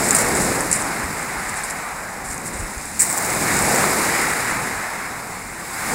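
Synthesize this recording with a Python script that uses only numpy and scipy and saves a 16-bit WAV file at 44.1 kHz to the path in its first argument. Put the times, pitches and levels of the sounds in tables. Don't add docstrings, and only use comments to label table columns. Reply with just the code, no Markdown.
import sys
import numpy as np
from scipy import signal
from scipy.io import wavfile
from scipy.ndimage import uniform_filter1d

SR = 44100
rng = np.random.default_rng(int(sys.argv[2]) if len(sys.argv) > 2 else 0)


def wav_record(signal):
    frames = np.transpose(np.atleast_2d(signal))
    bounded = np.clip(frames, -1, 1)
    quanta = np.round(bounded * 32767).astype(np.int16)
    wavfile.write(sys.argv[1], SR, quanta)


def how_loud(loudness_db):
    steps = np.asarray(loudness_db, float) / 20
    return 10 ** steps


N = 261954

# centre in Hz, spread in octaves.
WATER_PARTS = [
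    (170, 0.61),
    (450, 0.6),
    (1000, 0.79),
    (2000, 1),
    (6500, 1),
    (14000, 0.63),
]
# level in dB, then its share (dB per dB) of the surge,
# of the hollowness, of the foam's fineness and of the spray.
PART_FOLLOWS = [
    (-35, 0.67, 1.04, -0.11, .01),
    (-35, 1.1, 1.17, -0.086, 0.0013),
    (-32.5, 0.91, -0.24, -0.56, 0.0064),
    (-31.5, 1, -0.23, 0.25, .01),
    (-32.5, 0.045, 0.054, -0.24, 0.9),
    (-48.5, .1, -0.34, .8, 0.76),
]
# time in seconds, surge in dB, hollowness of the plunge in dB,
# fineness of the foam in dB, spray in the air in dB.
WAVE_STATE = [(0, -21.5, -5.5, 2, -25), (.42, -20.5, -4, 0, -26), (.8, -24.5, -6.5, -3.5, -33),
              (1.2, -25.5, -8.5, 0.5, -33.5), (1.6, -27, -11, 1.5, -35), (1.96, -30, -13, -3.5, -38.5),
              (2.24, -31, -8.5, -2.5, -41), (2.55, -31.5, -5, -1, -38.5), (2.9, -34, -6, 0, -36.5),
              (3.1, -29, -6, -4.5, -32), (3.36, -22.5, -6, 4.5, -25), (3.7, -18.5, -5.5, -2, -22.5),
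              (4.0, -19.5, -6, 6.5, -22.5), (4.25, -20.5, -8, 1.5, -26), (5.0, -28, -10, 3, -36.5),
              (5.55, -33, -8, 2, -38.5), (5.84, -26.5, -11, 6, -29), (5.94, -21, -6, -1, -27.5)]
MEAN_SURGE_DB, MEAN_HOLLOW_DB, MEAN_SPRAY_DB = -27, -6, -33
HEAVE_DB = 0.98

# frequency in Hz, level in dB per Hz.
BREAKER_COLOUR = [(18, -40), (30, -18), (139, -3.5), (232, 1), (305, -2), (490, -2.5), (645, -3.5),
                  (770, 1.5), (937, -1), (1120, -2.5), (1940, -2.5), (2180, -2), (2990, -19.5),
                  (3300, -23.5), (4290, -51), (7260, -120)]
# frequency in Hz, level in dB.
HOUSING_COLOUR = [(1880, -43), (3200, -14.5), (3800, -6), (4580, -6.5), (5100, -3), (5860, -8.5),
                  (6740, -3), (7550, 1), (10500, -3.5), (12400, -8.5), (15100, -8.5), (15700, -16)]
JOINT_HZ = 3250

# start in seconds, level in dB, rise in seconds,
# time to die by 60 dB in seconds.
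CRUNCHES = [(0.018, -22.5, 0.03, 0.16), (0.076, -23, .008, .04), (0.109, -19, .003, 0.036),
            (0.146, -16, 0.0034, 0.093), (0.162, -23, 0.0045, 0.068), (.183, -21, .003, 0.25),
            (.35, -26, .01, 0.73), (0.605, -22, .002, 0.024), (0.712, -20, .002, 0.037),
            (0.725, -17, 0.0023, 0.041), (0.733, -24, .003, 0.11), (0.756, -26, .003, 0.082),
            (.785, -31.5, .003, 0.32), (1.48, -29, 0.011, 0.055), (1.542, -30, 0.034, .1),
            (1.64, -28.5, 0.0027, 0.12), (1.697, -30, .003, 0.094), (2.236, -33.5, 0.016, 0.34),
            (2.293, -33.5, 0.016, 0.31), (2.438, -29, 0.025, 0.13), (2.525, -34, .012, 0.19),
            (2.582, -34.5, 0.012, 0.11), (2.988, -18, 0.005, .09), (2.998, -26, .004, .08),
            (3.008, -23, .004, 0.061), (3.018, -23, 0.0044, 0.069), (3.028, -26.5, .005, 0.45),
            (3.09, -30.5, 0.011, 0.34), (3.16, -28, 0.013, .07), (3.244, -26.5, .005, 0.12)]
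HOLD_SHARE = 0.085
# frequency in Hz, level in dB per Hz.
STONE_COLOUR = [(1060, -49), (1800, -7.5), (2320, -11), (2730, -23.5), (3460, -39), (3920, -23.5),
                (5150, -14), (6290, -14), (7200, -4), (7670, -2), (9280, -6), (10700, -12), (11700, -17),
                (15000, -20), (15700, -20)]
# time in seconds, lift of the top octave in dB.
STONES_FACING = [(0, -5), (.25, -1), (.4, -15), (1.7, -19), (2.25, -4), (2.5, -5), (2.96, -9), (2.98, 1),
                 (3.16, 3), (3.9, -1)]
DRAG_S, DRAG_PEAK_S, DRAG_END_S, DRAG_DB, DRAG_TOP_DB = 2.55, 2.95, 3.0, -38, -21

# time in seconds, peak in dB, ringing pitch in Hz.
SINGLE_CLICKS = [(0.0887, -5, 8230), (0.1083, 1, 7410), (0.1138, -7, 7450), (0.131, -5, 8350),
                 (0.1469, -7, 8530), (0.1499, 0, 8440), (0.1652, -4, 7280), (0.1869, -9, 9090),
                 (.352, -8, 7800), (0.421, -11, 7490), (0.448, -9, 7970), (0.5561, -13, 8100),
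                 (0.6078, -8, 8790), (0.715, -3, 8740), (0.7188, -9, 8140), (0.7287, 0, 7450),
                 (0.7605, -10, 8010), (0.823, -11, 7710), (1.0428, -18, 8790), (1.1948, -17, 7620),
                 (1.4962, -16, 7880), (1.5734, -15, 8100), (1.6359, -13, 7880), (1.6402, -11, 8740),
                 (1.709, -14, 7410), (2.345, -18, 8200), (2.3799, -17, 6550), (2.4704, -16, 8230),
                 (2.5749, -18, 8790), (2.6371, -17, 8100),
                 (1.64, -21, 4600), (1.7005, -19, 5600), (1.7005, -17, 10800), (1.7095, -19, 5500),
               (2.262, -24, 5500), (2.305, -24, 5500), (2.682, -25, 5500), (2.813, -22, 5080),
               (.755, -12, 9500), (.81, -15, 9500)]
# time in seconds, peak in dB, peak of the high edge in dB.
FALLING_STONES = [(.2201, -14, -18), (2.9949, -6, -22), (2.9988, -3, -25), (3.0039, -3, -20),
                  (3.008, -1, -21), (3.0135, -4, -16), (3.0197, -2, -22), (3.0243, -4, -23),
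                  (3.0685, -14, -25), (3.0952, -9, -29), (3.1, -7, -32), (3.1152, -12, -21),
                  (3.1283, -8, -21), (3.1655, -17, -22), (3.1776, -9, -13), (3.1829, -7, -24),
                  (3.1876, -15, -19), (3.2116, -14, -21), (3.2252, -11, -17), (3.2493, -12, -21),
                  (3.265, -13, -26), (3.3013, -10, -21), (3.3291, -11, -22), (3.3357, -14, -19),
                  (3.3504, -11, -30), (3.4263, -10, -23), (3.5406, -11, -22), (3.5681, -12, -21),
                  (3.59, -7, -20), (3.6255, -6, -31)]
# start in seconds, end in seconds, how many, typical peak in dB.
STRAY_CLICKS = [(.19, .3, 2, -13), (.73, .85, 5, -14), (1.2, 1.45, 4, -21), (1.48, 1.72, 6, -19),
                (1.78, 1.92, 3, -22), (2.24, 2.95, 14, -22), (2.992, 3.03, 6, -6), (3.05, 3.45, 18, -18),
                (3.6, 3.9, 6, -11), (5.67, 5.69, 1, -21)]
RING_HZ, RING_SPREAD_HZ, STRAY_SPREAD_DB = 8000, 560, 2.5
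EDGE_DB, EDGE_SPREAD_DB = -13, 4
CLICKS_DB = -1.8

# time in seconds, level in dB.
WIND_LEVEL = [(0, -41), (1.1, -44), (2.1, -48), (2.65, -40.5), (3.1, -51), (3.9, -47), (5.94, -49)]
WIND_HZ, WIND_WIDTH_HZ, LUMPY_DB = 41.8, 50, 3.5
# time in seconds, peak in dB, pitch in Hz,
# length in seconds.
GUST_THUMPS = [(1.022, -25, 62, .05), (1.35, -32, 50, .06), (1.45, -34, 42, .06), (2.285, -29, 55, .04),
               (2.53, -30, 55, .05), (2.588, -23, 80, .03), (2.6, -26, 40, .075), (2.755, -27, 58, .045)]


def surf(patchy_db=0.61, flicker_db=0.6, gurgle_db=0.62):
    frames, hz = N // 128 + 5, np.fft.rfftfreq(512, 1 / SR)
    t = np.arange(frames) * 128 / SR
    real, imaginary, patches = rng.standard_normal((frames, len(hz), 3)).T
    noise = real + 1j * imaginary
    patches = uniform_filter1d(patches, size=6, axis=0)
    patches = evened(uniform_filter1d(patches, size=30, axis=1))
    flicker = wander(frames, 4)
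    gurgle = wander(frames, 30, 20)
    power = 0
    for (centre_hz, spread), follow in zip(WATER_PARTS, PART_FOLLOWS):
        octaves = np.log2((hz + 20) / centre_hz)
        shape = how_loud(2 * heard_db(hz)) * np.exp(-(octaves / spread) ** 2)
        heave_db = HEAVE_DB * (centre_hz < JOINT_HZ) * wander(frames, 50, 35)
        loudness = how_loud(2 * (part_db(t, *follow) + heave_db))
        power = power + np.outer(shape / shape.sum(), loudness)
    treble = np.clip(hz / 3000, 0, 1)[:, None]
    foam = np.exp(-np.log2((hz + 20) / 1400) ** 2)[:, None]
    motion_db = patchy_db * patches + flicker_db * treble * flicker + gurgle_db * foam * gurgle
    water = signal.istft(noise * np.sqrt(power) * how_loud(motion_db), nperseg=512, noverlap=384)[1]
    plain = signal.istft(noise / np.sqrt(len(hz)), nperseg=512, noverlap=384)[1]
    return water[:N] / plain.std()


def part_db(t, level_db, surge, hollow, fine, spray):
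    surge_db, hollow_db, fine_db, spray_db = curve(WAVE_STATE, t)
    plunge_db = surge * (surge_db - MEAN_SURGE_DB) + hollow * (hollow_db - MEAN_HOLLOW_DB)
    return level_db + plunge_db + fine * fine_db + spray * (spray_db - MEAN_SPRAY_DB)


def heard_db(hz):
    step_db = read(HOUSING_COLOUR, JOINT_HZ) - read(BREAKER_COLOUR, JOINT_HZ)
    low_db = read(BREAKER_COLOUR, hz) + step_db
    return np.where(hz < JOINT_HZ, low_db, read(HOUSING_COLOUR[:-1], hz))


def crunch():
    out, t = np.zeros(N), np.arange(20000) / SR
    per_s, uneven_db = 5500, 3.6
    happens = rng.random(N) < per_s / SR
    size = how_loud(uneven_db * np.minimum(rng.exponential(1, N), 4)) * happens
    grit = evened(size * rng.choice([-1., 1.], N))
    for s, level_db, rise, t60 in CRUNCHES:
        dying_s = np.maximum(t - rise - HOLD_SHARE * t60, 0)
        press = np.clip(t / rise, 0, 1) * how_loud(level_db - 60 * dying_s / t60)
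        shower = press * grit[round(s * SR):][:len(t)]
        add(out, s, signal.oaconvolve(shower, stone(curve(STONES_FACING, s)[0])))
    drag = np.interp(np.arange(N) / SR, [DRAG_S, DRAG_PEAK_S, DRAG_END_S], [0, 1, 0]) ** .5
    out += how_loud(DRAG_DB) * signal.oaconvolve(drag * grit, stone(DRAG_TOP_DB))[:N]
    return out


def clicks():
    out, t = np.zeros(N), np.arange(260) / SR
    rise, edge_hz, ring_db, snap_db = .00032, 15000, -2, -5.5
    snap = stone(-17.0)[:len(t)]
    snap = how_loud(snap_db) * snap / abs(snap).max()
    for (s, peak_db, hz, edge_db), chance in zip(contacts(), rng.random((400, 3))):
        hardness = how_loud(peak_db)
        swell = rise * (1 + 1.2 * hardness)
        ring_shape = (t / swell * np.exp(1 - t / swell)) ** 2
        body = how_loud(ring_db) * ring_shape * np.sin(2 * np.pi * (hz * t + chance[0])) + snap
        edge_shape = (t / rise * np.exp(1 - t / rise)) ** 6
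        this_edge_hz = edge_hz * (.94 + .1 * chance[1])
        edge = edge_shape * np.sin(2 * np.pi * (this_edge_hz * t + chance[2]))
        click = hardness * (1 + .4 * hardness) * body + how_loud(edge_db + 4.5) * edge
        add(out, s - rise, click)
    return out


def contacts():
    rows = [(s, db, hz, 0) for s, db, hz in SINGLE_CLICKS]
    rows += [(s, db, 0, edge) for s, db, edge in FALLING_STONES]
    for start, end, count, db in STRAY_CLICKS:
        for s in rng.uniform(start, end, count):
            rows.append((s, db + STRAY_SPREAD_DB * rng.standard_normal(), 0, 0))
    s, peak_db, hz, edge_db = np.array(rows).T
    chance = np.clip(rng.standard_normal((len(s), 2)), -2, 2).T
    usual_hz = RING_HZ + RING_SPREAD_HZ * chance[0]
    usual_db = np.minimum(peak_db, -5) + EDGE_DB + curve(STONES_FACING, s)[0] + EDGE_SPREAD_DB * chance[1]
    return np.transpose([s, peak_db, np.where(hz, hz, usual_hz), np.where(edge_db, edge_db, usual_db)])


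def stone(top_db):
    hz = np.fft.rfftfreq(2048, 1 / SR)
    top = np.interp(hz, [11700, 12600], [0, top_db])
    return causal(np.maximum(read(STONE_COLOUR[:-1], hz), -45) + top)


def wind():
    push = ring(rng.standard_normal(N), WIND_HZ, WIND_WIDTH_HZ)
    push = evened(ring(push, WIND_HZ, 2 * WIND_WIDTH_HZ))
    level_db = curve(WIND_LEVEL, np.arange(N) / SR)[0]
    out = push * how_loud(level_db + LUMPY_DB * wander(N, 5000, 5000))
    for s, peak_db, hz, length in GUST_THUMPS:
        t = np.arange(0, length, 1 / SR)
        add(out, s, how_loud(peak_db) * np.sin(2 * np.pi * hz * t) * np.hanning(len(t)))
    return out


def evened(x):
    return x / np.sqrt(np.mean(x ** 2) + 1e-20)


def wander(count, *sizes):
    x = rng.standard_normal(count)
    for size in sizes:
        x = uniform_filter1d(x, size=size)
    return evened(x)


def read(points, hz):
    f, value = np.transpose(points)
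    return np.interp(np.log(hz + 1), np.log(f + 1), value)


def curve(rows, t):
    s, *columns = np.transpose(rows)
    return [np.interp(t, s, c) for c in columns]


def add(mix, s, sound):
    part = mix[round(s * SR):][:len(sound)]
    part += sound[:len(part)]


def causal(gain_db):
    log_gain = np.log(how_loud(np.r_[gain_db, gain_db[-2:0:-1]]))
    phase = -signal.hilbert(log_gain).imag
    taps = np.fft.ifft(np.exp(log_gain + 1j * phase)).real[:1024]
    return taps / np.linalg.norm(taps)


def ring(x, hz, width_hz):
    return signal.lfilter(*signal.iirpeak(hz, hz / width_hz, SR), x)


def scene():
    heard = surf() + crunch() + how_loud(CLICKS_DB) * clicks() + wind()
    return np.tile(heard, (2, 1))


def band_limit(x):
    return signal.sosfilt(signal.butter(12, 16380, fs=SR, output="sos"), x)


def record(dry):
    low_pass = signal.firwin(1023, 15800, window=("kaiser", 9), fs=SR)
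    limited = signal.oaconvolve(dry, low_pass[None], "same")
    finished = np.clip(limited, -1, 1)
    return band_limit(finished)


dry = scene()
out = record(dry)
wav_record(out)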